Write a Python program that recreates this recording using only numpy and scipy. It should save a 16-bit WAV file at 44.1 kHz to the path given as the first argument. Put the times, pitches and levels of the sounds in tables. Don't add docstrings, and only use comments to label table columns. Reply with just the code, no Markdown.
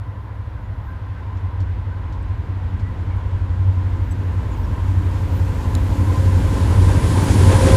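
import sys
import numpy as np
from scipy import signal
from scipy.fft import rfft, irfft
from scipy.io import wavfile
from scipy.ndimage import uniform_filter1d

SR = 44100
rng = np.random.default_rng(int(sys.argv[2]) if len(sys.argv) > 2 else 0)


def int16_out(signal):
    q = np.round(np.clip(np.atleast_2d(signal).T, -1, 1) * 32767)
    wavfile.write(sys.argv[1], SR, q.astype(np.int16))


N = 342216
T = np.arange(N) / SR


def undb(db):
    return 10 ** (np.asarray(db) / 20)


def unit(x):
    return x / np.sqrt(np.mean(x ** 2))


def curves(table):
    s, *columns = np.transpose(table)
    return [np.interp(T, s, column) for column in columns]


def noise():
    return rng.standard_normal(N)


def colour(x, points):
    hz, db = np.transpose(points)
    octave = np.log2(np.maximum(np.fft.rfftfreq(N, 1 / SR), 1))
    outside = np.abs(octave - np.clip(octave, np.log2(hz[0]), np.log2(hz[-1])))
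    gain = undb(np.interp(octave, np.log2(hz), db) - 20 * outside)
    return unit(irfft(rfft(x) * gain, N))


def ringing(modes):
    f = np.fft.rfftfreq(N, 1 / SR)
    power = 0
    for hz, width, db in modes:
        detuning = (f - hz) / width * np.sqrt(2)
        power = power + undb(db) ** 2 / width / (1 + detuning ** 2) ** 2
    return unit(irfft(rfft(noise()) * np.sqrt(power), N))


def walk(rate):
    levels = rng.standard_normal(size=1000)
    return unit(np.interp(T * rate + rng.random(), np.arange(len(levels)), levels))


def tone(cycles, waver_db, drift):
    angle = 2 * np.pi * cycles + drift * walk(5)
    return unit(np.sin(angle) * undb(waver_db * walk(6)))


def burst(s, db, decay):
    return undb(db) * (T >= s) * np.exp(-np.minimum(np.abs(T - s) / decay, 20))


def bumps(table):
    return sum(height * np.exp(-.5 * ((T - s) / length) ** 2) for s, height, length in table)


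SPEED_M_S, PASSES_S, TRACK_M = 17.38, 7.815, 7.9
REFERENCE_M = 50


def carried(db, doubling_db, metre_db):
    distance = np.hypot(SPEED_M_S * (T - PASSES_S), TRACK_M)
    spreading = doubling_db * np.log2(distance / REFERENCE_M)
    absorption = metre_db * (distance - REFERENCE_M)
    return db - spreading - absorption


SCREEN_DB, CLEAR_S, CLEARING_S = -3.5, 1.09, .15


def screening():
    return SCREEN_DB * (1 - np.tanh((T - CLEAR_S) / CLEARING_S)) / 2


# centre in seconds, relative rise in dB, length in seconds.
FRONT_SURGES = [(7.541, 4, .022), (7.682, 5, .025)]


def surging():
    return bumps(FRONT_SURGES)


# frequency in Hz, relative density in dB per Hz.
HISS_SPECTRUM = [(2000, -2), (3500, 3), (5000, 1.5), (6000, 0.5), (7200, 2), (8000, -0.5), (9000, -9),
                 (12000, -17)]
HISS_DB = -75.5


def steady_hiss():
    return colour(noise(), HISS_SPECTRUM) * undb(HISS_DB)


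# frequency in Hz, relative density in dB per Hz.
TOWN_SPECTRUM = [(150, -2), (400, -8), (650, 4), (1100, 1.5), (1480, 1.5), (1750, -3.5), (2050, -3),
                 (2500, -30), (5000, -42)]
TOWN_DB = -49


def town():
    return colour(noise(), TOWN_SPECTRUM) * undb(TOWN_DB + 0.41 * walk(2.1))


# centre in seconds, start in Hz, end in Hz,
# length in seconds, peak level in dB.
BIRD_CHIRPS = [(0.593, 1620, 1415, 0.096, -49), (.65, 6700, 7000, .04, -70),
               (0.909, 1595, 1590, 0.12, -46.5), (1.185, 1560, 1510, 0.085, -47),
               (1.686, 1470, 1608, 0.078, -46), (1.931, 1460, 1600, 0.05, -43),
               (2.228, 8800, 7400, 0.014, -61), (2.869, 1910, 2010, 0.089, -47),
               (3.123, 2230, 2200, .08, -52), (3.165, 11400, 9900, .016, -61),
               (4.529, 7700, 6300, .05, -55), (4.645, 5800, 5100, 0.038, -56)]


def birds(roughness=0.41):
    out, flutter = np.zeros(N), roughness * walk(120)
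    for s, start_hz, end_hz, length, db in BIRD_CHIRPS:
        during = np.abs(T - s) < length / 2
        progress = (T[during] - s) / length + .5
        cycles = np.cumsum(start_hz + (end_hz - start_hz) * progress) / SR
        whistle = np.sin(2 * np.pi * cycles + 2 * flutter[during])
        out[during] += undb(db) * np.sin(np.pi * progress) * whistle
    return out


# start in seconds, level in dB, decay in seconds.
SCUFF_EVENTS = [(1.37, -56, .014), (1.603, -49, 0.014), (2.125, -52, 0.014), (2.794, -52, 0.016),
                (4.529, -58, 0.021), (7.408, -35, .008)]
# frequency in Hz, relative density in dB per Hz.
SCUFF_SPECTRUM = [(2000, -1), (3500, 6), (7000, -2), (9500, -17), (13000, -23)]


def scuffs():
    return sum(burst(*row) for row in SCUFF_EVENTS) * colour(noise(), SCUFF_SPECTRUM)


# frequency in Hz, level in dB against TICK_DB, decay in seconds.
TICK_RESONANCES = [(3980, -0.5, 0.0024), (4400, -5, .0015), (5250, -2, 0.00091), (7070, 6.5, 0.00077),
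                   (8600, -3, 0.00058), (10400, 0, .0005)]
TICK_S, TICK_DB = 5.752, -27


def tick():
    out = 0
    for hz, db, decay in TICK_RESONANCES:
        out = out + burst(TICK_S, TICK_DB + db, decay) * np.sin(2 * np.pi * hz * (T - TICK_S))
    return out


# frequency in Hz, level in dB.
BUZZ_TONES = [(6272, -55), (7840, -46.5), (9408, -63), (10976, -59), (12544, -59)]
BUZZ_S, BUZZ_LENGTH_S = 4.119, .019


def buzz():
    running = 1. * (np.abs(T - BUZZ_S) < BUZZ_LENGTH_S / 2)
    tones = sum(undb(db) * np.sin(2 * np.pi * hz * T) for hz, db in BUZZ_TONES)
    return uniform_filter1d(running, size=60) * tones


# frequency in Hz, relative density in dB per Hz.
WHEEL_SPECTRUM = [(500, -3), (900, -1), (1200, -1), (1450, -1.5), (1750, -2.5), (2020, -4), (2400, -7.5),
                  (3300, -11.5), (4500, -19), (6500, -28.5), (10000, -37.5), (15000, -51)]
WAGONS_DB = -50.5


def wagons(screen_db):
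    return colour(noise(), WHEEL_SPECTRUM) * undb(WAGONS_DB + screen_db + 0.57 * walk(6))


# frequency in Hz, width in Hz, relative level in dB.
SLEEPER_MODES = [(860, 97, -7.5), (956, 61, -2.5), (1040.5, 54, -4)]
# dB at REFERENCE_M before trim, dB lost per doubling, dB lost per metre.
SONG_LOSS = (-44.5, 4.4, 0)
# frequency in Hz, width in Hz, relative level in dB.
RAIL_HEAD_MODES = [(9980, 1200, 0.5), (11600, 400, -6.5), (13360, 1400, 0)]
# time in seconds, level in dB.
FIZZ_LEVEL = [(0, -76), (2, -76.5), (3.5, -74), (4.4, -67), (6, -55.5), (7.76, -56)]
# centre in seconds, peak level in dB, length in seconds.
GRIT_ZINGS = [(.87, -71, .04), (4.068, -69, .04), (4.6, -62, .03), (5.36, -55, .035), (6.19, -61, .02),
              (7.24, -46, .015)]


def rails():
    song_db = carried(*SONG_LOSS) + 1.8 * walk(9)
    song = ringing(SLEEPER_MODES) * undb(song_db + 0.5)
    fizz = ringing(RAIL_HEAD_MODES) * undb(curves(FIZZ_LEVEL)[0])
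    swell = bumps([(s, undb(db), length) for s, db, length in GRIT_ZINGS])
    zings = swell * ringing([(14200, 1300, 0)])
    return song + fizz + zings


# frequency in Hz, relative density in dB per Hz.
SIZZLE_SPECTRUM = [(7500, -12), (8800, -4.5), (9850, 0.5), (10600, -9.5), (12000, -14), (15000, -32)]
# dB at REFERENCE_M before trim, dB lost per doubling, dB lost per metre.
HISS_LOSS = (-63, 5.58, 0.22)


def wheel_treble():
    hiss_db = carried(*HISS_LOSS)
    hiss = colour(noise(), HISS_SPECTRUM) * undb(hiss_db + 7.0 + 0.92 * walk(19))
    sizzle_db = hiss_db + np.interp(T, [5.2, 7.2], [-7, 3])
    return hiss + colour(noise(), SIZZLE_SPECTRUM) * undb(sizzle_db)


# frequency in Hz, relative density in dB per Hz.
BOGIE_SPECTRUM = [(220, -18), (340, -6.5), (420, -1), (510, 1), (600, -5), (680, -9), (780, -9.5),
                  (1000, -8.5), (1600, -35)]
# frequency in Hz, width in Hz, relative level in dB.
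FAN_GEAR_MODES = [(299.6, 7.2, -10), (372.8, 7, -14.5), (418.3, 13, -23.5), (875, 5.2, -9.5),
                  (1575, 50, -12.5)]
# dB at REFERENCE_M before trim, dB lost per doubling, dB lost per metre.
GEAR_LOSS = (-40.5, 6.23, 0.0055)
WHEEL_LOSS = (-45.5, 4.66, 0.06)


def rolling(surge_db, shudder_db=1.78):
    gear_db = carried(*GEAR_LOSS) + surge_db
    wheel_db = carried(*WHEEL_LOSS) + surge_db
    shudder = shudder_db * walk(28) * np.interp(T, [4, 7.5], [.5, 1.3])
    gear = colour(noise(), BOGIE_SPECTRUM) * undb(gear_db - 1.5 + shudder)
    whine = ringing(FAN_GEAR_MODES) * undb(gear_db - 8.5)
    wheels = colour(noise(), WHEEL_SPECTRUM) * undb(wheel_db + 1.34 + 0.41 * shudder)
    return gear + whine + wheels


# time in seconds, hum in dB before trim,
# whistle in dB before trim.
BLOWER_LEVELS = [(0, -64, -47.5), (4.6, -58, -52.5), (5.35, -45.5, -51), (6.1, -42.5, -36.5),
                 (6.5, -41, -35.5), (7.3, -52, -35.5), (7.52, -27, -36), (7.76, -21, -29)]
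BLOWER_HZ, TURBINE_HZ = 531.5, 1022


def blower():
    hum_db, whistle_db = curves(BLOWER_LEVELS)
    hum = tone(BLOWER_HZ * T, waver_db=-0.3, drift=.8)
    breath = ringing([(TURBINE_HZ, 24, 0)])
    whistle = unit(breath + .6 * tone(TURBINE_HZ * T, waver_db=2, drift=1.6))
    return hum * undb(hum_db - 0.5) + whistle * undb(whistle_db - 5.0)


# dB at REFERENCE_M before trim, dB lost per doubling, dB lost per metre.
RUMBLE_LOSS = (-25, 2.7, .005)


def rumbling(screen_db):
    return carried(*RUMBLE_LOSS) + screen_db + 1.0 * walk(7)


BANK_CYLINDERS = 8
# frequency in Hz, relative density in dB per Hz.
RUMBLE_SPECTRUM = [(12, -34), (25, -18.5), (38, -22), (50, 4.5), (75, -6.5), (100, 12), (120, -9),
                   (170, -16), (300, -58.5)]
ROAR_SPECTRUM = [(90, -13.5), (130, 1), (170, 1.5), (230, -2), (295, 0), (350, -10), (450, -22), (900, -45)]
# frequency in Hz, width in Hz, relative level in dB.
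THROAT_MODES = [(365, 30, -1), (400, 35, 1.5)]
# dB at REFERENCE_M before trim, dB lost per doubling, dB lost per metre.
ROAR_LOSS = (-32, 3.62, 0.095)
GROWL_LOSS = (-49.5, 7.4, .01)


def exhaust(turns, rumble_db, surge_db, chug=0.071, puff=0.41):
    roar_db = carried(*ROAR_LOSS) + 0.19 * surge_db
    growl_db = carried(*GROWL_LOSS) + .5 * surge_db
    once_a_turn = 1 + chug * np.cos(2 * np.pi * turns)
    per_firing = 1 + puff * np.cos(2 * np.pi * BANK_CYLINDERS * turns)
    rumble = colour(noise(), RUMBLE_SPECTRUM) * undb(rumble_db - 6.5)
    roar = colour(noise() * once_a_turn * per_firing, ROAR_SPECTRUM)
    roar = roar * undb(roar_db - 0.1 + 0.46 * walk(12))
    return rumble + roar + ringing(THROAT_MODES) * undb(growl_db)


TRAIL_LEAD_HZ, IN_STEP_S = .429, 6.885
# time in seconds, crank turns per second in Hz.
CRANK_RATE = [(0, 13.0), (.7, 12.7), (1.3, 11.9), (1.7, 11.59), (7.76, 11.6)]


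def crank_turns():
    turns = np.cumsum(curves(CRANK_RATE)[0]) / SR
    return turns - np.interp(IN_STEP_S, T, turns)


# time in seconds, level in dB.
FIRING_LEVEL = [(0, -29.5), (.7, -31.5), (1.03, -40.5), (1.42, -23.5), (1.8, -26), (2.5, -26.5), (3.2, -25),
                (3.7, -19), (4.35, -23), (4.64, -33.5), (4.9, -17), (5.65, -23), (6.3, -15), (6.6, -20),
                (6.83, -9.5), (7.2, -24), (7.48, -9.5), (7.76, -23)]
# multiple of the crank rate, leading engine in relative dB,
# trailing engine in relative dB.
ENGINE_ORDERS = [(2, -17, -27), (3, -15.5, -15), (4, -11, -5), (5, -10.5, -1.6), (6, -3.5, -11),
                 (7, -7, -4), (9, -15.5, -7.5), (10, -20.5, -17), (11, -25, -20.5), (12, -26.5, -21.5)]
# dB at REFERENCE_M before trim, dB lost per doubling, dB lost per metre.
OVERTONE_LOSS = (-21.5, 1, 0.14)


def engines(turns, rumble_db, lope=0.43, trail_note_db=-7):
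    trail_turns = turns + TRAIL_LEAD_HZ * (T - IN_STEP_S)
    firing_db, = curves(FIRING_LEVEL)
    overtone_db = carried(*OVERTONE_LOSS)
    lead_note = tone(BANK_CYLINDERS * turns, waver_db=1.5, drift=0.12)
    lead_note = lead_note * (1 + lope * np.cos(2 * np.pi * turns))
    trail_note = tone(BANK_CYLINDERS * trail_turns, waver_db=7.0, drift=0.38)
    throb = 0
    for multiple, lead_db, trail_db in ENGINE_ORDERS:
        order = round(multiple)
        lead = undb(lead_db) * tone(order * turns + rng.random(), waver_db=0.9, drift=0.65)
        trail = undb(trail_db) * tone(order * trail_turns + rng.random(), waver_db=1.45, drift=0.64)
        order_db = rumble_db if multiple < BANK_CYLINDERS else overtone_db
        throb = throb + (lead + trail) * undb(order_db)
    notes = lead_note * undb(firing_db) + trail_note * undb(overtone_db + trail_note_db)
    return notes + throb * undb(-2.5)


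def scene():
    screen_db, surge_db = screening(), surging()
    rumble_db = rumbling(screen_db)
    turns = crank_turns()
    background = steady_hiss() + town() + birds() + scuffs() + tick() + buzz()
    track = wagons(screen_db) + rails() + wheel_treble() + rolling(surge_db)
    power = blower() + exhaust(turns, rumble_db, surge_db) + engines(turns, rumble_db)
    return np.tile(background + track + power, (2, 1))


TOP_HZ = 15200


def record(dry):
    held = dry / (1 + dry ** 8) ** (1 / 8)
    low_pass = signal.ellip(10, .2, 80, TOP_HZ, fs=SR, output="sos")
    return signal.sosfilt(low_pass, held)


dry = scene()
out = record(dry)
int16_out(out)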